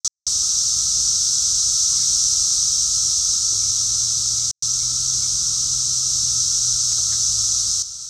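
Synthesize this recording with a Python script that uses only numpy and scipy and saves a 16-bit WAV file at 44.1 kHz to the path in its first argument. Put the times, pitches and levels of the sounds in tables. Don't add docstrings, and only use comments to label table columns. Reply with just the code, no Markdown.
import sys
import numpy as np
from scipy import signal
from scipy.fft import rfft, irfft, next_fast_len
from scipy.io import wavfile
from scipy.ndimage import uniform_filter1d

SR = 44100
rng = np.random.default_rng(int(sys.argv[2]) if len(sys.argv) > 2 else 0)


def generate_wav(signal):
    frames = np.transpose(np.atleast_2d(signal))
    scaled = np.clip(frames, -1, 1) * 32767
    pcm = np.round(scaled).astype(np.int16)
    wavfile.write(sys.argv[1], SR, pcm)


N = 356989
TIME = np.arange(N) / SR


def amp(db):
    return 10 ** (np.asarray(db) / 20)


def unit(x):
    return x / np.sqrt(np.mean(x ** 2) + 1e-20)


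def colour(x, spectrum):
    hz, db = np.transpose(spectrum)
    size = next_fast_len(N)
    bin_hz = np.fft.rfftfreq(size, 1 / SR)
    gain = amp(np.interp(np.log(bin_hz + 1), np.log(hz + 1), db))
    return unit(irfft(rfft(x, size) * gain, size)[:N])


def drift(t, per_s, size=1024):
    return np.interp(t * per_s % size, np.arange(size), rng.standard_normal(size))


def add(mix, start_s, sound):
    part = mix[max(round(start_s * SR), 0):][:len(sound)]
    part += sound[:len(part)]


def echoes(x, t60_s):
    t = TIME[:SR // 2]
    tail = rng.standard_normal(len(t)) * amp(-60 * t / t60_s)
    return signal.fftconvolve(x, tail / np.linalg.norm(tail))[:N]


def chorus_db(base_db=-18.5, ease_db_per_s=0.2668, wave_db=0.82, period_s=4.78, crest_s=2.37):
    return base_db - ease_db_per_s * TIME + wave_db * np.cos(2 * np.pi * (TIME - crest_s) / period_s)


def cicada_hiss(click_hz=299.5, swell_db=2.5, jitter=.06, insects=260, max_clicks=4000):
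    # (frequency [Hz], relative density [dB])
    tymbal = [(1500, -65), (2400, -44.5), (3100, -29), (3900, -14), (4800, -10), (5500, -2), (6050, 1),
              (7200, -8.5), (8200, -11), (9800, -28.5), (11900, -34), (13500, -42), (15600, -46)]
    clicks = np.zeros(N)
    for _ in range(insects):
        gaps_s = (1 + jitter * rng.standard_normal(max_clicks)) / (click_hz * rng.uniform(.75, 1.25))
        at_s = np.cumsum(abs(gaps_s))
        strength = amp(swell_db * (drift(at_s, 0.95) + rng.standard_normal()))
        strength *= rng.choice([-1, 1], max_clicks)
        heard = at_s < TIME[-1]
        clicks[(at_s[heard] * SR).astype(int)] += strength[heard]
    return amp(chorus_db()) * colour(clicks, tymbal)


def cicada_hum(waver_hz=12, waver_share=.4, waver_per_s=30, swell_db=2.5, group_size=26):
    # (pitch [Hz], pitch spread [Hz], level [dB])
    hummers = [(1320, 18, -58.5), (1305, 75, -53), (1129, 35, -62.5), (1442, 130, -63.5)]
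    t, out = TIME[::8], np.zeros(N)
    for hz, spread_hz, db in hummers:
        group = np.zeros(len(t), complex)
        for _ in range(group_size):
            detune_hz = spread_hz * drift(t, 1.5)
            detune_hz += (waver_hz + waver_share * spread_hz) * drift(t, waver_per_s)
            swell = amp(swell_db * drift(t, 2.014))
            turns = np.cumsum(detune_hz) * t[1] + rng.random()
            group += swell * np.exp(2j * np.pi * turns)
        carrier = np.exp(2j * np.pi * hz * TIME)
        out += amp(db) * unit((np.interp(TIME, t, group) * carrier).real)
    return out


def rumble(level_db=-44.5, swell_db=1.):
    # (frequency [Hz], relative density [dB])
    air = [(10, -23.5), (25, -13.5), (42, 1), (60, 2.5), (90, -3), (125, -3.5), (160, -11), (230, -14.5),
           (320, -21.5), (500, -25.5), (950, -24.5), (1900, -30.5), (2500, -31), (5000, -55)]
    return amp(level_db + swell_db * drift(TIME, 7)) * colour(rng.standard_normal(N), air)


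def engines(idle_hz=100.2, rev_curve=1.6, waver=0.0048, flutter_db=1.2,
            rise_s=0.085, fall_s=0.32, idle_db=-10.5, fade_db_per_s=3.5):
    # (load on [s], load off [s], level [dB], peak [s], peak firing rate [Hz], sag 1 s away [Hz])
    revs = [(3.45, 7.42, -43.5, 5.6, 130, 7.6), (.5, 3.1, -53, 2.6, 137.5, 4.5)]
    # (multiple of firing rate [1], relative level [dB])
    orders = [(2 / 3, -11.5), (0.99, 0), (1.5, -25), (2, -19), (1.9, -19.5), (2.35, -23)]
    out = np.zeros(N)
    for on_s, off_s, db, peak_s, peak_hz, sag_hz in revs:
        firing_hz = np.maximum(peak_hz - sag_hz * abs(TIME - peak_s) ** rev_curve, idle_hz)
        load = np.interp(TIME, [on_s, on_s + rise_s, off_s, off_s + fall_s], [0, 1, 1, 0])
        idle_s = abs(TIME - np.clip(TIME, on_s, off_s))
        tone = np.zeros(N)
        for order, order_db in orders:
            turns = order * np.cumsum(firing_hz * (1 + waver * drift(TIME, 15))) / SR
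            tone += amp(order_db + flutter_db * drift(TIME, 6.9)) * np.sin(2 * np.pi * turns)
        out += amp(db + idle_db * (1 - load) - fade_db_per_s * idle_s) * unit(tone)
    return out


def chirps(length_s=0.0602, fall_share=.16, waver=.03, direct_db=-3, wet_db=-1.0):
    # (time [s], start pitch [Hz], level before direct and wet gains [dB])
    notes = [(1.895, 1213, -54), (1.945, 2310, -59), (1.975, 1890, -61), (1.99, 2350, -61),
             (3.58, 2480, -58), (3.95, 2420, -66), (4.355, 2460, -60), (4.775, 2470, -58.5),
             (5.2, 2410, -57)]
    out, t = np.zeros(N), TIME[:int(length_s * SR)]
    for start_s, start_hz, db in notes:
        hz = start_hz * (1 - fall_share * t / length_s) * (1 + waver * drift(t, 308))
        tone = np.sin(2 * np.pi * np.cumsum(hz) / SR)
        add(out, start_s, amp(db) * unit(tone * np.hanning(len(t))))
    return amp(direct_db) * out + amp(wet_db) * echoes(out, t60_s=.38)


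def knocks(body_hz=364, width_hz=73, boost_db=9.5, size=4096):
    # (time [s], onset level [dB], treble roll-off [Hz], decay [s])
    hits = [(3.063, -47, 1100, .007), (3.106, -45, 1900, 0.01), (3.525, -45.5, 1200, 0.037),
            (4.505, -37, 2800, 0.0022), (5.143, -47, 1800, .009), (6.918, -30, 8000, .0007),
            (6.928, -29, 30000, .0007), (7.089, -46, 2800, 0.0065), (7.184, -43, 1400, .004)]
    out, bin_hz = np.zeros(N), np.fft.rfftfreq(size, 1 / SR)
    body = amp(boost_db * np.exp(-((bin_hz - body_hz) / width_hz) ** 2))
    for start_s, db, rolloff_hz, decay_s in hits:
        rolloff = np.exp(-(bin_hz / rolloff_hz) ** 2)
        burst = irfft(rfft(rng.standard_normal(size)) * body * rolloff)
        add(out, start_s, amp(db) * unit(burst) * np.exp(-TIME[:size] / decay_s))
    return out


def squeaks(jitter=0.051, wet_db=-6):
    # (time [s], length [s], start rate [Hz], end rate [Hz], centre [Hz], width [Hz], level [dB])
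    slips = [(6.972, 0.049, 400, 320, 600, 250, -53.5), (6.968, 0.0395, 400, 320, 1300, 450, -53),
             (7.108, 0.042, 480, 355, 1520, 530, -46)]
    out = np.zeros(N)
    for start_s, length_s, start_hz, end_hz, centre_hz, width_hz, db in slips:
        t = TIME[:int(length_s * SR)]
        slip_hz = np.linspace(start_hz, end_hz, len(t)) * (1 + jitter * drift(t, 496))
        turns = np.cumsum(slip_hz) / SR
        tone = np.zeros(len(t))
        for harmonic in range(1, 8):
            resonance = np.exp(-((harmonic * slip_hz - centre_hz) / width_hz) ** 2)
            tone += resonance * np.cos(2 * np.pi * harmonic * turns)
        add(out, start_s, amp(db) * unit(tone * np.hanning(len(t))))
    return out + amp(wet_db) * echoes(out, t60_s=.2)


def scene():
    cicadas = cicada_hiss() + cicada_hum()
    traffic = engines() + rumble()
    return np.tile(cicadas + traffic + chirps() + squeaks() + knocks(), (2, 1))


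def record(dry, cutoff_hz=15800):
    # (start [s], end [s], gain [dB])
    drops = [(-1, .0465, -70), (.0788, .267, -70), (4.512, 4.6238, -65), (7.824, 9, -11.5)]
    gain = np.ones(N)
    for start_s, end_s, db in drops:
        gain[(TIME >= start_s) & (TIME < end_s)] = amp(db)
    gated = dry * uniform_filter1d(gain, size=40)
    lowpass = signal.firwin(511, cutoff_hz, window=("kaiser", 9), fs=SR)
    return signal.oaconvolve(gated, lowpass[None], "same", axes=1)


dry = scene()
out = record(dry)
generate_wav(out)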